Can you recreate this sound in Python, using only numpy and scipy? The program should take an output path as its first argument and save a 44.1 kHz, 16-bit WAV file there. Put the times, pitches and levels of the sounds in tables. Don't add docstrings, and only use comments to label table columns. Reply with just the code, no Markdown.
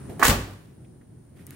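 import sys
import numpy as np
from scipy import signal
from scipy.fft import rfft, irfft, next_fast_len
from scipy.io import wavfile
from scipy.ndimage import map_coordinates

SR = 44100
rng = np.random.default_rng(int(sys.argv[2]) if len(sys.argv) > 2 else 0)


def linear_from_db(decibels):
    return 10 ** (np.asarray(decibels, float) / 20)


def digitize_waveform(pressure):
    field = np.atleast_2d(pressure).T
    bounded = np.clip(field, -1, 1)
    quanta = np.round(bounded * 32767).astype(np.int16)
    wavfile.write(sys.argv[1], SR, quanta)


N = 68355
T = np.arange(N) / SR

# start_s, level_db, right_over_left_db
LATCH_KNOCKS = [(0.1953, -29.5, 12.5), (0.2053, -26, 2), (0.2158, -16, -1.5), (0.2248, -17, 7),
                (0.2261, -1.5, 9), (0.2286, -11, 5), (0.2312, -12.5, 7.5), (0.236, -12.5, 1.5),
                (.2420, -14.5, 3), (0.2456, -12, 2.5), (0.2497, -14, 3), (.2530, -13.5, 5),
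                (0.259, -32.5, -5), (0.263, -17, 4), (0.289, -23.5, 1.5), (.3000, -25, 1.5),
                (0.313, -27.5, -2), (0.333, -43, 4)]
# pitch_hz, level_db, t60_s
LATCH_MODES = [(752, -12, 0.046), (955, 0.5, 0.019), (1126, 3.5, 0.022), (1221, 2, 0.016),
               (1310, 2.5, 0.013), (1472, -9, 0.071), (1720, 3.5, 0.018), (1884, -10, 0.04),
               (2167, -9, .02)]
# start_s, level_db, t60_s, right_over_left_db
TRIM_RATTLES = [(0.194, -38, 0.9, 2), (0.227, -29, .06, 13), (0.23, -19.5, 0.2, -4.5),
                (0.249, -21, 0.11, 2), (0.261, -21, 0.11, 0.5), (0.28, -25.5, 0.24, 0),
                (.2960, -23.5, 0.15, -4), (0.31, -42, 0.083, -3.5), (0.344, -46, 0.16, 0),
                (0.399, -56, 0.76, -2.5), (0.533, -51, 0.027, 0)]
# freq_hz, level_db_per_hz
TRIM_SPECTRUM = [(240, -41), (400, -8), (949, -2), (2250, -6), (4110, -9.5), (4950, -11), (7060, -12.5),
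                 (12500, -16.5), (16000, -14.5)]
# start_s, level_db, t60_s, right_over_left_db
GLASS_SHAKES = [(0.1941, -33, 0.037, -1), (0.217, -62, 0.025, 3), (0.2315, -25, 0.03, 13),
                (0.2444, -17.5, .06, 12.5), (.2497, -19, 0.038, 1), (0.27, -19.5, 0.13, 5),
                (0.2809, -22.5, 0.086, 3), (0.488, -59.5, 0.027, 3.5), (0.509, -50.5, 0.0265, 2.5),
                (0.534, -62, 0.02, -0.5), (.588, -62, 0.012, 0)]
# freq_hz, level_db_per_hz
GLASS_SPECTRUM = [(2500, -30), (5000, -14), (7500, 0), (12500, -9), (16000, -2)]
# start_s, level_db, pitch_hz, t60_s
CAB_PUSHES = [(0.197, -31, 383, 0.098), (0.214, -26.5, 250.3, 0.18), (.243, -19, 1150, .07),
              (.248, -17.5, 44.94, 0.14), (.249, -19, 1090, .07), (.2800, -22.5, 148.8, 0.28),
              (0.2807, -22, 255, 0.1), (.283, -22, 97.8, 0.42), (0.288, -14, 50.2, 0.21),
              (.295, -26.5, 554.5, 0.15), (.296, -27.5, 1106, 0.16), (.3, -31, 797, 0.15),
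              (0.311, -27, 1180, 0.095), (.325, -31.5, 699, 0.13), (0.305, -22.5, 210.8, 0.19),
              (.308, -29.5, 330, 0.12), (0.367, -26, 57.3, 0.3), (.34, -33, 344.5, .25),
              (0.386, -32, 256.6, 0.094), (.42, -39, 279.2, 0.12), (.395, -35.5, 148.3, .2),
              (0.407, -35, 94, 0.18), (0.518, -35, 102, 0.24)]
# start_s, level_db, rise_s, t60_s
SKIN_SHUDDERS = [
    (0.092, -37.5, 0.0014, 0.37),
    (0.192, -28, 0.0037, 0.25),
    (0.224, -32.5, .003, 0.3),
    (.28, -25.5, 0.005, 0.35),
    (0.318, -35, 0.0091, 0.4),
    (0.469, -40, 0.015, 0.2),
]
# freq_hz, level_db_per_hz
SKIN_SPECTRUM = [(40, -30.5), (90, -12.5), (150, -6.5), (260, -3.5), (380, -4.5), (550, -8.5), (800, -9),
                 (1300, -42.5)]
# freq_hz, t60_s
WALL_DECAY = [(100, .7), (500, .55), (1200, .52), (4000, .48), (9000, .33), (15000, .22)]
# start_s, level_db, rise_s, t60_s, right_over_left_db
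SHOE_SCUFFS = [
    (0.0944, -48, 0.00056, 0.13, 4.5),
    (.11, -59, 0.0094, .25, 6),
    (1.352, -52, 0.042, 0.45, 2.5),
    (1.469, -56, 0.0031, 0.34, 3.5),
    (1.512, -56.5, 0.0052, 0.29, -1),
]
# freq_hz, level_db_per_hz
SOLE_SPECTRUM = [(400, -18.5), (700, -14.5), (1800, -2.5), (3000, -7.5), (6000, -16.5), (9500, -8.5),
                 (12500, -11), (16000, -23)]
# start_s, level_db, centre_hz, t60_s
DULL_TAPS = [(.532, -54, 1200, .08), (.58, -62, 1900, .1), (.845, -57, 2450, .05), (1.011, -63, 1350, .08),
             (1.012, -65, 1950, .08), (1.39, -61, 1900, .2), (1.511, -50, 1500, .03),
             (1.521, -55, 1600, .1), (1.525, -66, 5200, .15)]
# start_s, level_db, lowest_hz, left_over_right_db
GRIT_TICKS = [
    (1.4674, -28, 9000, 5),
    (1.4686, -38, 6000, 5),
    (1.5073, -31, 5000, 3),
]
# (pitch_hz, level_db, t60_s)
RINGING_STONES = [
    (1.4674, -38, [(6640, -6, .008), (8130, -1, .009), (11100, 0, .005), (12500, -3, .004), (14200, -7, .004)]),
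    (1.5073, -40, [(2250, -2, .009), (2640, -4, .006), (3900, -2, .007), (6800, 1, .005), (7970, 1, .005), (13500, -6, .004)]),
]
# freq_hz, level_db_per_hz
TRAFFIC_SPECTRUM = [(15, -66.5), (25, -19.5), (124, -1), (164, -6.5), (386, -14.5), (433, -19),
                    (469, -20.5), (827, -30), (1200, -56), (1560, -65), (2640, -120)]
# freq_hz, level_db_per_hz
AIR_SPECTRUM = [(500, -30), (900, 0), (1800, -6), (2800, -15), (4300, -23), (6300, -22), (8000, -18),
                (10400, -45)]
# freq_hz, level_db_per_hz
INSECT_SPECTRUM = [(8000, -19), (8600, -12), (9100, -8.5), (9500, -3), (9800, -6.5), (10100, -15.5),
                   (10500, -30)]
# freq_hz, level_db_per_hz
HISS_SPECTRUM = [(6500, -36), (8500, -2), (16000, 1.5)]
# freq_hz, likeness (-1 to 1)
YARD_ALIKE = [(60, 0.91), (180, 0.94), (550, 0.0027), (1650, 0.62), (4970, -0.02), (15000, -0.92)]
# time_s, gain_db
RECORDER_GAIN = [(0, 12), (0.202, 11.5), (.23, 20), (0.501, 5.5), (.7, 4), (1.101, 2.5), (1.351, 3.5),
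                 (1.55, 8.5)]
# freq_hz, likeness (-1 to 1)
SKIN_ALIKE = [(60, 1.0), (250, 0.99), (900, 0.38)]
TRIM_ALIKE = [(500, 0.94), (3000, 0.081), (12000, 0.3)]
SOLE_ALIKE = [(800, 0.53), (5000, 0.17)]
GLASS_ALIKE, TAP_ALIKE = [(8000, 0.35)], [(900, 0.7)]
INSECT_ALIKE, HISS_ALIKE = [(9000, 0.062)], [(9000, 0.0024)]


def unit(x):
    return x / np.sqrt(np.mean(x ** 2) + 1e-20)


def along(points, hz):
    f, v = np.transpose(points)
    return np.interp(np.log(hz + 1), np.log(f + 1), v)


def filtered(x, response):
    m = next_fast_len(N + SR // 2)
    return irfft(rfft(x, m) * response(np.fft.rfftfreq(m, 1 / SR)), m)[..., :N]


def wobble(rate_hz):
    return map_coordinates(rng.standard_normal(200), [T * rate_hz])


def rush(spectrum, alike):
    def response(hz):
        angle = np.arccos(np.clip(along(alike, hz), -1, 1)) / 2
        return linear_from_db(along(spectrum, hz)) * [np.cos(angle), np.sin(angle)]

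    mid, side = filtered(rng.standard_normal((2, N)), response)
    return unit(np.array([mid + side, mid - side]))


def burst(start_s, rise_s, t60_s):
    t = np.maximum(T - start_s, 0)
    return (1 - np.exp(-t / max(rise_s, 1e-5))) * linear_from_db(-60 * t / max(t60_s, 1e-3))


def sides(right_db):
    return linear_from_db([[-right_db / 2], [right_db / 2]])


def ring(start_s, modes, rise_s, scatter_db, turn):
    hz, db, t60_s = np.transpose(modes)[:, :, None]
    first = int(start_s * SR)
    t = np.maximum(T - start_s, 0)[first:int((start_s + 0.5) * SR)]
    level_luck, phase_luck = rng.standard_normal((2, len(modes), 1))
    decay = linear_from_db(db + scatter_db * level_luck - 60 * t / t60_s)
    out = np.zeros((2, N))
    for side in (0, 1):
        phase = turn * (2 * side - 1) * phase_luck * np.clip(hz / 1200, 0, 1)
        wave = decay * np.sin(2 * np.pi * hz * t + phase)
        out[side, first:first + len(t)] = wave.sum(0) * (1 - np.exp(-t / rise_s))
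    return out


def latch():
    out = np.zeros((2, N))
    for s, db, right in LATCH_KNOCKS:
        knock = ring(s, LATCH_MODES, rise_s=0.0016, scatter_db=2.5, turn=0.1)
        out += linear_from_db(db - 4.5) * sides(right) * knock
    return out


def rattle():
    trim = sum(linear_from_db(db) * sides(right) * burst(s, 0.001, t60) for s, db, t60, right in TRIM_RATTLES)
    glass = sum(linear_from_db(db) * sides(right) * burst(s, 0.0005, t60) for s, db, t60, right in GLASS_SHAKES)
    clumps = linear_from_db(2.5 * map_coordinates(rng.standard_normal(N // 40 + 4), [np.arange(N) / 40]))
    trim = trim * rush(TRIM_SPECTRUM, TRIM_ALIKE)
    glass = glass * rush(GLASS_SPECTRUM, GLASS_ALIKE)
    return clumps * (trim + glass)


def cab():
    boom = np.zeros((2, N))
    for s, db, hz, t60 in CAB_PUSHES:
        boom -= ring(s, [(hz, db, t60)], rise_s=0.12 / hz, scatter_db=1.5, turn=0.1)
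    shudder = sum(linear_from_db(db) * burst(s, rise, t60) for s, db, rise, t60 in SKIN_SHUDDERS)
    return boom + shudder * sides(1.2) * rush(SKIN_SPECTRUM, SKIN_ALIKE)


def wall(x):
    delay_s = 0.011
    hz, t, z = signal.stft(rng.standard_normal((2, SR // 2)), SR, nperseg=256)
    decay = linear_from_db(-60 * t / along(WALL_DECAY, hz)[:, None])
    tail = signal.istft(z * decay, SR, nperseg=256)[1]
    tail = np.pad(tail, ((0, 0), (0, N)))
    mid, side = filtered(tail, lambda hz: [1 + 0 * hz, np.clip((hz / 1200) ** 1.8, 0, 1)])
    tail = np.array([mid + side, mid - side])
    late = np.pad(x, ((0, 0), (int(delay_s * SR), 0)))
    return signal.fftconvolve(late, tail / np.linalg.norm(tail[0]), axes=1)[:, :N]


def shoe():
    scuffs = sum(linear_from_db(db) * sides(right) * burst(s, rise, t60) for s, db, rise, t60, right in SHOE_SCUFFS)
    out = scuffs * linear_from_db(2.1 * wobble(110)) * rush(SOLE_SPECTRUM, SOLE_ALIKE)
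    for s, db, hz, t60 in DULL_TAPS:
        hump = [(hz / 2.5, -30), (hz / 1.2, -4), (hz, 0), (hz * 1.2, -4), (hz * 2, -30)]
        out = out + linear_from_db(db) * burst(s, 0.001, t60) * rush(hump, TAP_ALIKE)
    for s, db, hz, left in GRIT_TICKS:
        grit = burst(s, 0.0001, 0.003) * rng.standard_normal(N)
        grit = signal.sosfilt(signal.butter(3, hz, "high", fs=SR, output="sos"), grit)
        out = out + linear_from_db(db) * sides(-left) * grit / np.abs(grit).max()
    for s, db, modes in RINGING_STONES:
        out = out + linear_from_db(db) * sides(-4) * ring(s, modes, rise_s=0.0001, scatter_db=0, turn=0.1)
    return out


def yard():
    time_s, gain_db = np.transpose(RECORDER_GAIN)
    traffic = linear_from_db(-52.5 + 1.2 * wobble(11)) * rush(TRAFFIC_SPECTRUM, YARD_ALIKE)
    air = linear_from_db(-71.5 + 2.1 * wobble(1.7)) * rush(AIR_SPECTRUM, YARD_ALIKE)
    flutter_db = 0.58 * np.sin(2 * np.pi * 76 * T)
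    insects = linear_from_db(-71.5 + 1.1 * wobble(5.8) + flutter_db) * rush(INSECT_SPECTRUM, INSECT_ALIKE)
    hiss = linear_from_db(-79.5) * rush(HISS_SPECTRUM, HISS_ALIKE)
    return linear_from_db(np.interp(T, time_s, gain_db)) * (traffic + air + insects + hiss)


def scene():
    bright, low = latch() + rattle(), cab()
    to_wall = bright + linear_from_db(-3.0) * low.mean(0)
    return bright + low + linear_from_db(-11.5) * wall(to_wall) + shoe() + yard()


def roll_off(x):
    return signal.sosfilt(signal.butter(12, 16730, fs=SR, output="sos"), x)


def record(dry):
    ceiling, bass_hz, top_hz, above_db = 0.93, 25, 15800, -42
    held = dry / (1 + np.abs(dry / ceiling) ** 8) ** (1 / 8)

    def response(hz):
        treble = linear_from_db(above_db * np.clip((hz - top_hz) / 200, 0, 1))
        return treble * hz ** 2 / (hz ** 2 + bass_hz ** 2)

    mix = filtered(held, response)
    return roll_off(mix)


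dry = scene()
out = record(dry)
digitize_waveform(out)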